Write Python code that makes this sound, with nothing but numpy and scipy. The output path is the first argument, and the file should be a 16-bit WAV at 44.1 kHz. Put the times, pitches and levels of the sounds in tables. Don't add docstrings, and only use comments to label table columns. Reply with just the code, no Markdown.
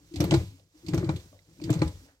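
import sys
import numpy as np
from scipy import signal
from scipy.fft import rfft, irfft
from scipy.io import wavfile
from scipy.ndimage import uniform_filter1d

SR = 44100
rng = np.random.default_rng(int(sys.argv[2]) if len(sys.argv) > 2 else 0)


def undo_db(level):
    steps = np.asarray(level, float) / 20
    return 10 ** steps


def put_to_file(sound):
    columns = np.atleast_2d(sound).T
    safe = np.clip(columns, -1, 1)
    whole_steps = np.round(safe * 32767)
    wavfile.write(sys.argv[1], SR, whole_steps.astype(np.int16))


N = 97020


def evened(x):
    return x / np.sqrt(np.mean(x ** 2) + 1e-20)


def noise(length):
    return rng.standard_normal((2, length))


def decay(t, t60_s):
    return -60 * t / t60_s


def read(points, hz):
    f, value = np.transpose(points)
    return np.interp(np.log(hz + 1), np.log(f + 1), value)


def curve(points):
    s, db = np.transpose(points)
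    return undo_db(np.interp(np.arange(N) / SR, s, db))


def add(mix, start_s, sound):
    part = mix[..., round(start_s * SR):][..., :sound.shape[-1]]
    part += sound[..., :part.shape[-1]]


def coloured(x, points):
    hz = np.fft.rfftfreq(x.shape[-1], 1 / SR)
    inside = (hz > points[0][0]) & (hz < points[-1][0])
    return evened(irfft(rfft(x) * undo_db(read(points, hz)) * inside, x.shape[-1]))


def band(x, centre_hz, width):
    hz = np.fft.rfftfreq(x.shape[-1], 1 / SR) + 1
    detuning = hz / centre_hz - centre_hz / hz
    return evened(irfft(rfft(x) / (1 + 1j * detuning / width) ** 2, x.shape[-1]))


def struck(rows, rise_s, t60_s, db, sag=0.):
    out, t = np.zeros(N), np.arange(SR // 3) / SR
    phases = rng.random((len(rows), 1))
    for (start_s, level_db, pitch_hz), phase in zip(rows, phases):
        turns = pitch_hz * (t * (1 - sag) + sag * 0.025 * (1 - np.exp(-t / 0.0069)))
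        rise = np.sin(np.pi / 2 * np.minimum(t / rise_s, 1)) ** 2
        shape = rise * undo_db(decay(t, t60_s))
        add(out, start_s, undo_db(level_db + db) * shape * np.sin(2 * np.pi * (turns + phase)))
    return out


# start_s, level_db
PIVOT_DRAG = [(0, -58.5), (.10, -65), (.22, -30.5), (.4, -31.5), (.5, -58.5), (.71, -72.5), (.75, -65.5),
              (.82, -58.5), (.95, -31), (1.14, -35.5), (1.28, -59.5), (1.455, -70), (1.49, -55),
              (1.56, -62.5), (1.7, -32), (1.88, -33), (1.95, -52.5), (2.2, -80.5)]
# pitch_hz, width_hz, level_db
BODY_RESONANCES = [(71.5, 21, -0.5), (102, 44.3, 5.5), (158.6, 39.8, 5), (320, 76, -3.5)]
# pitch_hz, level_db
TRIM_COLOUR = [(360, -16.5), (420, -1.5), (560, -5), (640, -10.5), (850, -14.5), (1300, -16.5), (2400, -18)]
SLIPS_PER_S, SLIP_SPREAD_DB = 500, 6
DRAG_DB, TRIM_DB = 1.5, -16.5
HEAVY = 1.126


def drag():
    size = undo_db(SLIP_SPREAD_DB * np.minimum(rng.exponential(1, N), 4))
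    happens = rng.random(N) < SLIPS_PER_S / SR
    slips = size * happens * rng.choice([-1, 1], N)
    hz = np.fft.rfftfreq(N, 1 / SR)
    response = sum(undo_db(db) / (1 + 2j * (hz - f) / w) ** 2 for f, w, db in BODY_RESONANCES)
    level = curve(PIVOT_DRAG) * undo_db(DRAG_DB)
    push = level * (level / level.max()) ** (HEAVY - 1)
    low = push * evened(irfft(rfft(slips) * response, N))
    trim = level * undo_db(TRIM_DB) * coloured(noise(N), TRIM_COLOUR)
    return low, trim


# start_s, level_db, pitch_hz
BRACKET_CREAKS = [(0, -50.5, 293), (.105, -38, 331), (.265, -37, 301), (.52, -46.5, 275), (.735, -50, 311),
                  (.825, -45, 330), (1.31, -50.5, 274), (1.465, -53.5, 314), (1.572, -46, 302),
                  (1.632, -28, 330), (1.85, -37.5, 304), (2.02, -49.5, 280)]
RING_DB = 2


def creaks():
    return struck(BRACKET_CREAKS, rise_s=0.023, t60_s=0.15, db=RING_DB)


# start_s, level_db
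LEG_MOVES = [(0, -70), (.12, -65.5), (.35, -56.5), (.55, -66), (.69, -77.5), (.78, -65.5), (1., -64.5),
             (1.2, -60.5), (1.44, -71.5), (1.6, -65.5), (1.85, -60.5), (2.05, -63), (2.2, -80.5)]
# pitch_hz, level_db
CLOTH_COLOUR = [(400, -5), (700, -13.5), (1700, -14), (5000, -11.5), (8500, -12.5), (9300, -23),
                (12500, -17.5), (16200, -23)]
LEG_DB, PATCH_DB, FLICKER_DB = 1.5, 0.7, 0.7


def cloth():
    frames = N // 64 + 5
    a, b, c, d, patches = rng.standard_normal((frames, 129, 5)).T
    patches = uniform_filter1d(patches, size=5, axis=0)
    patches = evened(uniform_filter1d(patches, size=30, axis=1))
    flicker = evened(uniform_filter1d(rng.standard_normal(frames), size=6))
    z = np.array([a + 1j * b, c + 1j * d]) * undo_db(PATCH_DB * patches + FLICKER_DB * flicker)
    rustle = signal.istft(z, nperseg=256, noverlap=192)[1][:, :N]
    return curve(LEG_MOVES) * undo_db(LEG_DB) * coloured(rustle, CLOTH_COLOUR)


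# start_s, level_db, pitch_hz
BODY_SWAYS = [
    (0.451, -40, 97),
    (0.489, -56, 281.5),
    (1.169, -43, 81),
    (1.93, -37, 61),
    (2.001, -56, 280),
]
RUMBLE_HZ, RUMBLE_DB = 95, -2
DEEP_HZ, DEEP_DB = 45, 4.5
SWAY_RISE_S, SWAY_T60_S, SWAY_WIDTH = 0.022, 0.38, 0.4


def rumble():
    leg = curve(LEG_MOVES)
    out = leg * undo_db(RUMBLE_DB) * band(noise(N), RUMBLE_HZ, 0.35)
    out += leg * undo_db(DEEP_DB) * band(noise(N), DEEP_HZ, 0.6)
    t = np.arange(SR // 2) / SR
    for start_s, level_db, pitch_hz in BODY_SWAYS:
        shape = np.minimum(t / SWAY_RISE_S, 1) * undo_db(level_db + decay(t, SWAY_T60_S))
        width = SWAY_WIDTH * np.sqrt(RUMBLE_HZ / pitch_hz)
        add(out, start_s, shape * band(noise(len(t)), pitch_hz, width))
    return out


# start_s, level_db, pitch_hz
BRACKET_JOLTS = [(0.114, -49, 330), (0.138, -29, 315), (0.162, -29, 300), (0.2, -17.5, 311),
                 (0.222, -17.5, 321.7), (0.252, -38, 310), (0.31, -19, 324), (0.324, -12.5, 329.7),
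                 (0.339, -15.5, 341), (0.751, -52.5, 311), (0.843, -39, 316), (0.885, -25.5, 305),
                 (0.938, -17, 333), (0.957, -23.5, 299.6), (1.009, -27.5, 361), (1.033, -20.5, 325),
                 (1.073, -41, 372), (1.088, -20.5, 319), (1.162, -39.5, 356), (1.485, -53.5, 322),
                 (1.586, -40, 289), (1.616, -28.5, 313), (1.675, -28.5, 290), (1.698, -15, 307.4),
                 (1.816, -14.5, 314)]


def rings():
    return struck(BRACKET_JOLTS, rise_s=0.007, t60_s=0.1, db=RING_DB)


PAN_SWING = dict(rise_s=0.014, t60_s=0.072, db=7.5, sag=0.06)
# start_s, level_db, pitch_hz
MORE_PAN_KNOCKS = [(.2, -19.5, 100), (.238, -23.5, 95.5), (.283, -34, 80.3), (.48, -32.5, 95), (1.115, -27, 98),
                   (1.145, -23.5, 87.5), (1.66, -36, 101.2), (1.735, -32, 81.5), (1.785, -23, 110),
                   (1.822, -16.5, 84), (.133, -41, 90.4), (.865, -33, 85), (1.61, -47, 89.5), (1.635, -28, 139.4),
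                   (1.85, -20.5, 88.3)]


def more_thuds():
    return struck(MORE_PAN_KNOCKS, **PAN_SWING)


# start_s, level_db, pitch_hz
PAN_KNOCKS = [(0.137, -36.5, 138), (0.166, -24, 81.4), (0.196, -14, 153), (0.221, -19, 120),
              (0.242, -24, 179), (0.316, -11.5, 160), (0.337, -14, 139), (0.366, -12.5, 107.4),
              (0.394, -19, 95), (0.422, -30, 115), (0.878, -29, 176.3), (0.906, -27, 109),
              (0.929, -14, 148), (0.973, -24.5, 113), (0.998, -31, 140), (1.03, -25, 150),
              (1.058, -21, 123), (1.084, -16, 155), (1.149, -34.5, 102.6), (1.642, -26.5, 110),
              (1.697, -12.5, 136), (1.753, -18.5, 158), (1.811, -14.5, 154), (1.827, -17.5, 69),
              (1.849, -30, 102), (1.872, -30.5, 71.5)]


def thuds():
    return struck(PAN_KNOCKS, **PAN_SWING)


# start_s, level_db, fizz_db (over 9 kHz), ping_hz
LINKAGE_CLACKS = [(0.138, -46, -16.5, 4250), (0.158, -37, -13, 4380), (0.2039, -28.5, -4, 5530),
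                  (0.2401, -37, 2.5, 4300), (0.3089, -26.5, -25, 2940), (0.3384, -28.5, -19.5, 4040),
                  (0.8642, -45, -13, 4440), (0.8836, -38.5, -13, 4830), (0.9342, -39, -17, 1953),
                  (0.9437, -38.5, -2, 6000), (0.9767, -37.5, -12, 5730), (1.043, -47.5, -38, 4470),
                  (1.0908, -38.5, -45, 2340), (1.1605, -42.5, -11.5, 3550), (1.6145, -47.5, -12, 4570),
                  (1.6386, -39, -13, 4620), (1.7024, -34.5, -5.5, 7530), (1.727, -38.5, -24, 6330),
                  (1.7376, -39, -5.5, 7160), (1.7906, -45.5, -25, 4290), (1.8174, -33, -32, 2310)]
# pitch_hz, level_db
SNAP_COLOUR = [(1800, -7), (2300, 4.5), (3000, 1), (4200, 2), (5500, -5), (8500, -1.5), (9100, -29.5)]
# pitch_hz, level_db
FIZZ_COLOUR = [(8800, -6), (10000, -9), (13000, 0), (15000, -8), (16200, -22)]
SNAP_DB, SNAP_RISE_S, SNAP_T60_S = -4, 0.0025, 0.066
SNAP_TAIL_DB, SNAP_TAIL_T60_S = -12.5, 0.44
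GRIT_DB, GRIT_GROWS_S = 4, 0.025
PING_DB, PING_T60_S, PING_WIDTH = 1.5, 0.053, 0.2
TONE_DB, TONE_T60_S = -6, 0.03
LINK_HZ, LINK_DB = 4220, -6
FIZZ_DB, FIZZ_T60_S = 3.5, 0.043
FIZZ_TAIL_DB, FIZZ_TAIL_T60_S, FIZZ_TAIL_RISE_S = -25.5, 0.53, 0.022


def clacks():
    out, t = np.zeros((2, N)), np.arange(SR // 4) / SR
    rise = np.minimum(t / SNAP_RISE_S, 1) ** 2
    for start_s, level_db, fizz_db, ping_hz in LINKAGE_CLACKS:
        a, b, d, e = rng.standard_normal((4, 2, len(t)))
        rough = evened(uniform_filter1d(e[0], size=60))
        grit = undo_db(GRIT_DB * np.minimum(t / GRIT_GROWS_S, 1) * rough)

        snap_shape = grit * undo_db(decay(t, SNAP_T60_S))
        snap_tail = undo_db(SNAP_TAIL_DB + decay(t, SNAP_TAIL_T60_S))
        snap = coloured(a, SNAP_COLOUR) * (snap_shape + snap_tail)

        ping = undo_db(PING_DB + decay(t, PING_T60_S)) * band(d, ping_hz, PING_WIDTH)
        tone = np.sin(2 * np.pi * (ping_hz * t + d[:, :1]))
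        tone = tone + undo_db(LINK_DB) * np.sin(2 * np.pi * (LINK_HZ * t + e[:, :1]))
        ping = ping + undo_db(TONE_DB + decay(t, TONE_T60_S)) * tone

        fizz_shape = grit * undo_db(fizz_db + FIZZ_DB + decay(t, FIZZ_T60_S))
        fizz_tail = np.minimum(t / FIZZ_TAIL_RISE_S, 1) * undo_db(FIZZ_TAIL_DB + decay(t, FIZZ_TAIL_T60_S))
        fizz = coloured(b, FIZZ_COLOUR) * (fizz_shape + fizz_tail)
        add(out, start_s - SNAP_RISE_S / 2, rise * undo_db(level_db + SNAP_DB) * (snap + ping + fizz))
    return out


# start_s, level_db, panel_hz
PANEL_BLOWS = [(.200, -31.5, 667), (.212, -30, 606), (.240, -33.5, 670), (.309, -34.5, 845),
               (.318, -27, 539), (.338, -24.5, 897), (.934, -31, 623), (.976, -37, 1320), (1.026, -40, 640),
               (1.090, -29.5, 965), (1.693, -31.5, 528), (1.728, -37.5, 710), (1.757, -47.5, 540),
               (1.817, -27, 910)]
# start_s, level_db, pitch_hz, t60_s, width (share of pitch)
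TRIM_TICKS = [(0.35, -55, 5040, 0.1, .8), (0.58, -61, 610, 0.19, 0.32), (0.595, -58, 3450, 0.03, 0.55),
              (1.32, -56.5, 572, 0.28, 0.46), (1.875, -39.5, 3880, 0.044, 0.73),
              (1.877, -42, 8000, 0.046, .15), (2.05, -58, 581, 0.3, 0.75), (2.07, -61, 1620, 0.26, 0.56),
              (.15, -46.5, 695, 0.17, .5), (.88, -45, 744, 0.09, 0.64), (1.6, -50.5, 616, 0.2, 0.27)]
BLOW_RISE_S, BLOW_T60_S = 0.003, 0.07
PANEL_DB, PANEL_WIDTH = -2.5, 0.35


def panels():
    out, t = np.zeros((2, N)), np.arange(SR // 4) / SR
    for start_s, level_db, panel_hz in PANEL_BLOWS:
        a, b = rng.standard_normal((2, 2, len(t)))
        buzz = coloured(a, TRIM_COLOUR) + undo_db(PANEL_DB) * band(b, panel_hz, PANEL_WIDTH)
        shape = np.minimum(t / BLOW_RISE_S, 1) * undo_db(level_db + decay(t, BLOW_T60_S))
        add(out, start_s, shape * buzz)
    for start_s, level_db, pitch_hz, t60_s, width in TRIM_TICKS:
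        shape = np.minimum(10 * t / t60_s, 1) * undo_db(level_db + decay(t, t60_s))
        add(out, start_s, shape * band(noise(len(t)), pitch_hz, width))
    return out


# pitch_hz, level_db, t60_s
MODES = [(416.4, -7.5, 0.13), (521, -0.5, 0.082), (625.6, -7, 0.14), (665.4, -4, 0.12), (838, -7, 0.21),
         (990, -14, 0.31), (1050.6, -8.5, 0.13), (1205, -6.5, 0.11), (1343, -9.5, .13), (1455, -8.5, .12),
         (1990, -15.5, .12)]
MODE_DB, MODE_SPREAD_DB = -8, 4


def panel_modes():
    out, t = np.zeros((2, N)), np.arange(SR // 4) / SR
    pitch_hz, mode_db, t60_s = np.transpose(MODES)[:, :, None]
    for start_s, level_db, _ in PANEL_BLOWS:
        share, detune, phase = rng.standard_normal((3, 2, len(pitch_hz), 1))
        level = undo_db(mode_db + MODE_SPREAD_DB * share + decay(t, t60_s))
        turns = pitch_hz * (1 + detune / 100) * t
        ring = level * np.sin(2 * np.pi * (turns + phase))
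        rise = np.minimum(t / BLOW_RISE_S, 1)
        add(out, start_s, rise * undo_db(level_db + MODE_DB) * ring.sum(axis=1))
    return out


# start_s, level_db, pitch_hz
PIN_CLICKS = [(1.329, -47.5, 610), (1.6, -50, 970), (1.3295, -54, 1140), (1.2, -56, 1800),
              (1.3905, -49.5, 2050), (1.6, -45, 2450), (1.3905, -57, 3800), (.309, -22, 3050),
              (.3385, -32.5, 4400), (1.7905, -44, 4340), (1.8178, -30, 2200), (1.8178, -31, 4260),
              (1.0915, -37, 2280), (1.0915, -37.5, 4000), (1.2, -48, 3600), (.3185, -36.5, 3100),
              (1.694, -42, 3500)]


def clicks():
    return struck(PIN_CLICKS, rise_s=0.001, t60_s=0.018, db=0)


# pitch_hz, likeness (0 to 1)
PORT_LIKENESS = [(400, .995), (700, .9), (1400, .5), (3000, .4)]
# pitch_hz, level_db (left minus right)
PORT_LEAN = [(60, 2), (500, 2.4), (1400, 1.5), (2800, -3), (5500, -10), (10000, 0), (14000, .3)]
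LEFT_LAG_S = -0.00018


def ports(a, b):
    hz = np.fft.rfftfreq(N, 1 / SR)
    same = np.clip(read(PORT_LIKENESS, hz), 0, 1)
    lean = undo_db(read(PORT_LEAN, hz) / 2)
    a, b = rfft(a), rfft(b)
    left = a * lean * np.exp(-2j * np.pi * hz * LEFT_LAG_S)
    right = (same * a + np.sqrt(1 - same ** 2) * b) / lean
    return irfft(np.array([left, right]), N)


def scene():
    low, trim = drag()
    body = low + creaks() + rings() + more_thuds() + thuds()
    a, b = trim + cloth() + rumble() + clacks() + panels() + panel_modes()
    seating = clicks()
    return ports(a + body + seating, b + seating)


def low_pass(x):
    return signal.sosfilt(signal.butter(12, 16150, fs=SR, output="sos"), x)


def record(dry):
    low_cut = signal.butter(4, 60, "highpass", fs=SR, output="sos")
    mix = signal.sosfilt(low_cut, dry)
    return low_pass(mix)


dry = scene()
out = record(dry)
put_to_file(out)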